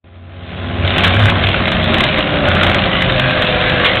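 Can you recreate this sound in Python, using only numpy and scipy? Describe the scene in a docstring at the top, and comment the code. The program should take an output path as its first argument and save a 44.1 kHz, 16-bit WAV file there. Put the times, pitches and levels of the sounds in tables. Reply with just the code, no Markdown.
"""Mulching drum in brush

A tracked loader drives a spinning toothed drum into a heap of brush, outdoors. Periodic impacts
shred the wood in rapid bursts, stems knock and rasp, and branches crack. The drum's harmonic drone
sinks under load while the diesel nearly holds its speed; brief whines swell and the tracks rumble.
The sound fades in through a dull microphone that overloads on the peaks."""
import sys
import numpy as np
from scipy import signal
from scipy.fft import rfft, irfft
from scipy.io import wavfile
from scipy.ndimage import uniform_filter1d

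SR = 44100
rng = np.random.default_rng(int(sys.argv[2]) if len(sys.argv) > 2 else 0)


def materialize(psi):
    """Save the field psi as 16-bit PCM at rate SR to the path in sys.argv[1].

    A 1-D psi becomes a single channel; in a 2-D psi each row is a channel.
    """
    bounded = np.clip(np.atleast_2d(psi).T, -1, 1)
    quanta = np.round(bounded * 32767).astype(np.int16)
    wavfile.write(sys.argv[1], SR, quanta)


N = 176400
T = np.arange(N) / SR

# Loudness of the shredding: time_s, level_db
SHRED_LEVEL = [(0, -28.5), (.3, -25.5), (.53, -19.5), (.74, -24), (.9, -16.5), (1.06, -11.5), (1.22, -15),
               (1.37, -19.5), (1.48, -14), (1.62, -17.5), (1.83, -15.5), (1.97, -14.5), (2.15, -13.5),
               (2.3, -18), (2.48, -17.5), (2.66, -12), (2.9, -14.5), (3.4, -12.5), (3.75, -13), (3.87, -13),
               (4, -15.5)]
# Spectrum of breaking wood: frequency_hz, density_db
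WOOD_SPECTRUM = [(100, -22.5), (350, -5), (680, -4.5), (900, -8.5), (1100, 2), (1300, -3), (1550, 1.5),
                 (1800, -1), (2050, 1), (3000, 1), (3600, 1.5), (4200, -4)]
# Strength of the tooth impacts: time_s, relative_db
BITE_FORCE = [(0, -3.5), (.7, -3), (1.0, -1.5), (2.1, 2), (2.45, 2.5), (3.0, -0.5), (4, -5)]
# Breaking branches: start_s, relative_db, decay_s
BRANCH_CRACKS = [(0.156, -4, 0.0018), (0.849, 1.5, 0.0033), (0.876, 1.5, 0.0033), (0.905, -1.5, 0.004),
                 (.934, -11, .003), (.961, 0.5, 0.0033), (.981, 5, 0.0041), (1.035, 5, 0.0084),
                 (1.043, 5, 0.008), (1.072, 1, 0.005), (1.104, -2, 0.0039), (1.202, -1, 0.0029),
                 (1.256, 2, 0.0021), (1.283, 1, 0.0026), (1.297, 3, 0.0049), (1.424, -8, 0.0022),
                 (1.438, 4.5, 0.0035), (1.469, 1.5, 0.0035), (1.487, 2, 0.0046), (1.543, 4.5, 0.0022),
                 (1.573, -12, 0.0024), (1.606, -7, 0.0017), (1.655, 3, 0.0022), (1.679, -2, 0.0071),
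                 (1.718, -1.5, 0.0086), (1.942, 7.5, 0.0033), (2.005, 9, 0.0037), (2.037, 11.5, 0.0033),
                 (2.088, 3.5, 0.0031), (2.183, 0, 0.004), (2.206, -0.5, .003), (2.515, -1, 0.0042),
                 (2.611, 2, 0.0035), (2.633, 5, .0035), (2.666, 5, 0.004), (2.696, 2, .003),
                 (2.745, 8, 0.0031), (2.791, 0, 0.0028), (2.839, 2, 0.0031), (2.857, 3.5, 0.0033),
                 (3.02, 3, 0.0036), (3.097, 1, .004), (3.196, 2.5, .004), (3.308, -1, 0.0027),
                 (3.422, 4.5, 0.0057), (3.473, 1, 0.0023), (3.612, -0.5, .003), (3.697, 2, 0.0028),
                 (3.846, 3, 0.01), (3.859, 5, 0.012), (3.887, -6, 0.0088), (3.931, -2.5, 0.0027),
                 (3.97, -1, 0.0027)]
# Teeth striking a thick stem: start_s, pitch_hz, relative_db
STEM_KNOCKS = [(1.168, 1610, -14.5), (1.201, 1565, -13.5), (1.23, 1600, -14.5), (1.256, 1570, -10),
               (1.285, 1560, -9.5), (1.321, 1020, -14.5), (1.544, 1490, -11.5), (1.603, 1104, -13.5),
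               (2.482, 1456, -12), (2.514, 1500, -11.5), (2.568, 1600, -14.5), (2.613, 1470, -8)]
# Stems rubbing on the drum: centre_s, half_width_s, resonance_hz, level_db
STEM_RASPS = [(2.622, .09, 1466, -24), (2.978, 0.058, 2005, -24), (3.3, .14, 1617, -24.5),
              (3.73, 0.16, 1615, -22), (3.888, 0.041, 2070, -19.5)]
# Rotation of the drum: time_s, turns_per_s
DRUM_ROTATION = [(0.05, 35.6), (0.76, 35.9), (1.31, 34.4), (1.58, 32.8), (1.68, 31.6), (1.95, 32.2),
                 (2.22, 30.5), (2.55, 31.2), (2.71, 29.1), (3.0, 25.8), (3.28, 26.1), (4.0, 25.5)]
# Partials of the drum: multiple_of_rotation, free_db, loaded_db
DRUM_HARMONICS = [(2, -25.5, -37.5), (3, -28, -45.5), (4, -30.5, -31.5), (5, -31.5, -31.5),
                  (6, -30.5, -39.5), (7, -28.5, -30.5), (10, -43, -32.5)]
# Swells of single drum partials: centre_s, half_width_s, multiple_of_rotation, level_db
DRUM_SWELLS = [(1.242, 0.097, 3, -14.5), (1.461, 0.057, 3, -16.5), (1.914, 0.13, 7, -24.5),
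               (2.87, 0.14, 7, -27), (3.153, 0.21, 5, -22)]
# Load on the machine: time_s, load_fraction
WORK_LOAD = [(0, 0), (1.3, 0.07), (1.9, 0.51), (2.5, 0.65), (2.8, 0.63), (3.3, 1), (4, 0.97)]
# Rotation of the crankshaft: time_s, turns_per_s
CRANK_ROTATION = [(0, 44.6), (1.4, 46.7), (1.9, 44.5), (2.35, 43.6), (2.62, 44.1), (3.0, 44.45),
                  (3.5, 42.4), (4, 44.8)]
# Upper partials of the diesel: multiple_of_rotation, free_db, loaded_db
ENGINE_PARTIALS = [(3, -37, -40), (4, -31.5, -36), (7.5, -35, -45.5), (8, -41, -41), (9, -35, -40.5),
                   (10, -38, -47.5), (12, -34.5, -27.5), (14, -36.5, -29.5), (15, -35, -48), (18, -37, -42),
                   (22.5, -39, -42.5)]
# Firing note of the exhaust: time_s, level_db
EXHAUST_LEVEL = [(0, -13.5), (.6, -19.5), (.9, -19), (1.45, -21), (1.65, -29), (1.91, -19.5), (2.1, -40.5),
                 (2.58, -19), (2.9, -29.5), (4, -35)]
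# Short whines of the machine: centre_s, half_width_s, pitch_hz, level_db
MACHINE_WHINES = [(1.85, .14, 617, -29), (2.35, .22, 289.5, -26), (2.42, .19, 580, -25),
                  (2.5, .1, 622, -27), (3.4, .28, 619, -26), (3.8, .4, 489, -26.5), (3.63, .17, 738, -30)]
# Rumble of tracks and housing: time_s, level_db
RUMBLE_LEVEL = [(0, -22.5), (.7, -22.5), (1.05, -18), (1.45, -17.5), (1.62, -19.5), (1.8, -20.5),
                (2.0, -15), (2.28, -19.5), (2.45, -15.5), (2.7, -14), (3.0, -19), (3.6, -18.5), (4, -18)]
# Spectrum of that rumble: frequency_hz, density_db
RUMBLE_SPECTRUM = [(15, -21), (30, -7), (50, -4), (85, -6), (170, -1), (260, -6), (380, -7), (450, -16),
                   (540, -4.5), (720, -5.5), (920, -15), (1300, -9.5), (4000, -21.5)]
# Fade-in of the microphone: time_s, gain_db
MIC_GAIN = [(0, -79), (.036, -60), (.043, -25), (.2, -23), (.4, -15), (.6, -7), (.8, -1.5), (1.0, 1.5)]

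CHIPS_PER_S, CHIP_SPREAD_DB, HISS_GAIN = 3500, 1.5, 0.96
SPRAY_DB, PATCH_DB = -3, 2
BITES_PER_TURN, BITE_SPREAD_DB = 2, 2.5
BITE_RISE_S, BITE_DECAY_S, BITE_SCATTER_S = 0.00061, 0.0054, 0.0013
CRACK_DB, CRACK_RISE_S, CRACK_TAIL_DB, CRACK_TAIL_S = -4, 0.00058, -26, .015
KNOCK_DECAY_S, KNOCK_DRIFT_HZ, RASP_WIDTH_HZ = 0.0037, 137, 103
WAVER_FRACTION, WAVER_HZ = 0.0026, 6.8
SHUDDER_DB, SHUDDER_HZ = 2, 23
MIC_EDGE_HZ, MIC_STOP_HZ, BANDWIDTH_HZ = 3950, 4500, 15900
SATURATION, CEILING = 0.82, .71


def shredding(drum_turns):
    """Many small fractures sum to noise, pulsed by the teeth above a steady spray of chips."""
    chips = rng.standard_normal(N) * (rng.random(N) < CHIPS_PER_S / SR)
    chips *= amp(CHIP_SPREAD_DB * np.minimum(rng.exponential(1, N), 3))
    tearing = unit(chips) + HISS_GAIN * rng.standard_normal(N)
    spectra = signal.stft(tearing, nperseg=1024, noverlap=768)[2]
    # Each piece rings differently: the gain varies in patches of frequency and time.
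    patches = uniform_filter1d(rng.standard_normal(spectra.shape), size=5, axis=0)
    patches = unit(uniform_filter1d(patches, size=10, axis=1))
    spray = signal.istft(spectra * amp(PATCH_DB * patches), nperseg=1024, noverlap=768)[1][:N]
    force, steady = amp(curve(BITE_FORCE)), amp(SPRAY_DB)
    envelope = np.hypot(steady, force * tooth_bites(drum_turns)) / np.hypot(steady, force)
    return amp(curve(SHRED_LEVEL)) * unit(colour(spray * envelope, WOOD_SPECTRUM))


def tooth_bites(drum_turns):
    """Rotation times the impacts: a nearly periodic envelope of sudden, unequal blows."""
    onsets = np.flatnonzero(np.diff(np.floor(BITES_PER_TURN * drum_turns)))
    lateness, strength = rng.standard_normal((len(onsets), 2)).T
    onsets = np.clip(onsets + (lateness * BITE_SCATTER_S * SR).astype(int), 0, N - 1)
    blows, t = np.zeros(N), T[:SR // 10]
    blows[onsets] = amp(BITE_SPREAD_DB * np.minimum(strength, 0))
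    pulse = np.minimum(t / BITE_RISE_S, 1) * np.exp(-t / BITE_DECAY_S)
    return unit(signal.fftconvolve(blows, pulse)[:N])


def branch_cracks():
    """Fracture releases a burst of noise; scattering in the brush adds a faint tail."""
    envelope, t = np.zeros(N + SR), T[:SR // 10]
    for start, db, decay in BRANCH_CRACKS:
        fall = np.exp(-t / decay) + amp(CRACK_TAIL_DB) * np.exp(-t / CRACK_TAIL_S)
        envelope[round(start * SR):][:len(t)] += amp(db) * np.minimum(t / CRACK_RISE_S, 1) * fall
    return amp(CRACK_DB) * envelope[:N] * unit(colour(rng.standard_normal(N), WOOD_SPECTRUM))


def stem_knocks():
    """Damped free vibration: a thick stem rings briefly when a tooth catches it."""
    out, t = np.zeros(N + SR), T[:SR // 16]
    envelope = np.minimum(t / CRACK_RISE_S, 1) * np.exp(-t / KNOCK_DECAY_S)
    for start, hz, db in STEM_KNOCKS:
        drift = KNOCK_DRIFT_HZ * unit(uniform_filter1d(rng.standard_normal(len(t)), size=60))
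        ring = np.sin(2 * np.pi * np.cumsum(hz + drift) / SR)
        out[round(start * SR):][:len(t)] += 2 * amp(db) * envelope * ring
    return out[:N]


def stem_rasps(drum_turns):
    """Forced resonance: friction drives a stem at its own pitch, harder as each tooth passes."""
    friction = rfft(rng.standard_normal(N) * (1 + np.tanh(tooth_bites(drum_turns))))
    out, frequency = np.zeros(N), np.fft.rfftfreq(N, 1 / SR)
    for centre, half_width, hz, db in STEM_RASPS:
        resonance = 1 / (1 + 1j * (frequency - hz) / RASP_WIDTH_HZ) ** 2
        out += amp(db) * swell(centre, half_width) * unit(irfft(friction * resonance, N))
    return out


def drum_drone(drum_turns):
    """A rotor radiates harmonics of its rotation rate; single ones swell as the drum slows."""
    out = np.zeros(N)
    for order, free_db, loaded_db in DRUM_HARMONICS:
        boost = sum(amp(db) * swell(centre, half_width)
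                    for centre, half_width, multiple, db in DRUM_SWELLS if multiple == order)
        out += np.hypot(load_gain(free_db, loaded_db), boost) * tone(order * drum_turns)
    return out


def diesel():
    """Periodic firing, twice a turn, sets the exhaust note; load shifts the upper partials' balance."""
    crank = turns(CRANK_ROTATION)
    exhaust = amp(curve(EXHAUST_LEVEL)) * tone(2 * crank)
    return exhaust + sum(load_gain(free_db, loaded_db) * tone(order * crank, flutter_db=1)
                         for order, free_db, loaded_db in ENGINE_PARTIALS)


def machine_whines():
    """Nearly pure tones swell briefly into whines, several being upper partials of the diesel."""
    return sum(amp(db) * swell(centre, half_width) * tone(turns([(0, hz)]), flutter_db=1)
               for centre, half_width, hz, db in MACHINE_WHINES)


def track_rumble():
    """Random vibration of the tracks and drum housing gives low noise with a shuddering amplitude."""
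    shudder = amp(SHUDDER_DB * np.minimum(wander(SHUDDER_HZ), 1))
    vibration = colour(rng.standard_normal(N), RUMBLE_SPECTRUM)
    return amp(curve(RUMBLE_LEVEL)) * unit(vibration * shudder)


def amp(db):
    """Amplitude ratio of a level in decibels."""
    return 10 ** (np.asarray(db) / 20)


def unit(x):
    """Normalisation to rms 1."""
    return x / np.sqrt(np.mean(x ** 2) + 1e-20)


def curve(points):
    """Linear interpolation of (time_s, value) points."""
    return np.interp(T, *np.transpose(points))


def colour(x, points):
    """Spectral shaping by (frequency_hz, gain_db) points."""
    hz, db = np.transpose(points)
    log_frequency = np.log(np.fft.rfftfreq(N, 1 / SR) + 1)
    return irfft(rfft(x) * amp(np.interp(log_frequency, np.log(hz), db)), N)


def wander(cutoff_hz):
    """Band-limited random motion of rms 1."""
    knots = T[::64]
    hz = np.fft.rfftfreq(len(knots), knots[1])
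    spectrum = rfft(rng.standard_normal(len(knots))) * (hz > 1) / (1 + (hz / cutoff_hz) ** 4)
    return np.interp(T, knots, unit(irfft(spectrum, len(knots))))


def turns(speed):
    """Phase in turns, the integral of a slightly wavering rate."""
    return np.cumsum(curve(speed) * (1 + WAVER_FRACTION * wander(WAVER_HZ))) / SR


def tone(cycles, flutter_db=2.5):
    """A sine of rms 1 with random amplitude modulation."""
    return unit(np.sin(2 * np.pi * (cycles + rng.random())) * amp(flutter_db * wander(WAVER_HZ)))


def swell(centre, half_width):
    """A Gaussian envelope."""
    return np.exp(-((T - centre) / half_width) ** 2)


def load_gain(free_db, loaded_db):
    """Gain interpolated by load between the free-running and loaded levels."""
    return amp(free_db + (loaded_db - free_db) * curve(WORK_LOAD))


def scene():
    """Superposition of wood and machine; one rotation times both the bites and the drone."""
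    drum_turns = turns(DRUM_ROTATION)
    wood = shredding(drum_turns) + branch_cracks() + stem_knocks() + stem_rasps(drum_turns)
    machine = drum_drone(drum_turns) + diesel() + machine_whines() + track_rumble()
    return (wood + machine)[None]


def record(dry):
    """Saturation and low-pass filtering: the microphone fades in, flattens peaks and loses treble."""
    faded = dry * amp(curve(MIC_GAIN))
    squashed = faded / (1 + (faded / SATURATION) ** 6) ** (1 / 6)
    hz = np.fft.rfftfreq(2 * N, 1 / SR)
    treble_loss = (1 + (hz / MIC_EDGE_HZ) ** 20.8) * (1 + (hz / MIC_STOP_HZ) ** 60)
    dull = irfft(rfft(squashed, 2 * N) / treble_loss)[:, :N]
    band_limit = signal.firwin(511, BANDWIDTH_HZ, window=("kaiser", 9), fs=SR)
    return signal.oaconvolve(np.clip(dull, -CEILING, CEILING), band_limit[None], "same")


dry = scene()
out = record(dry)
materialize(out)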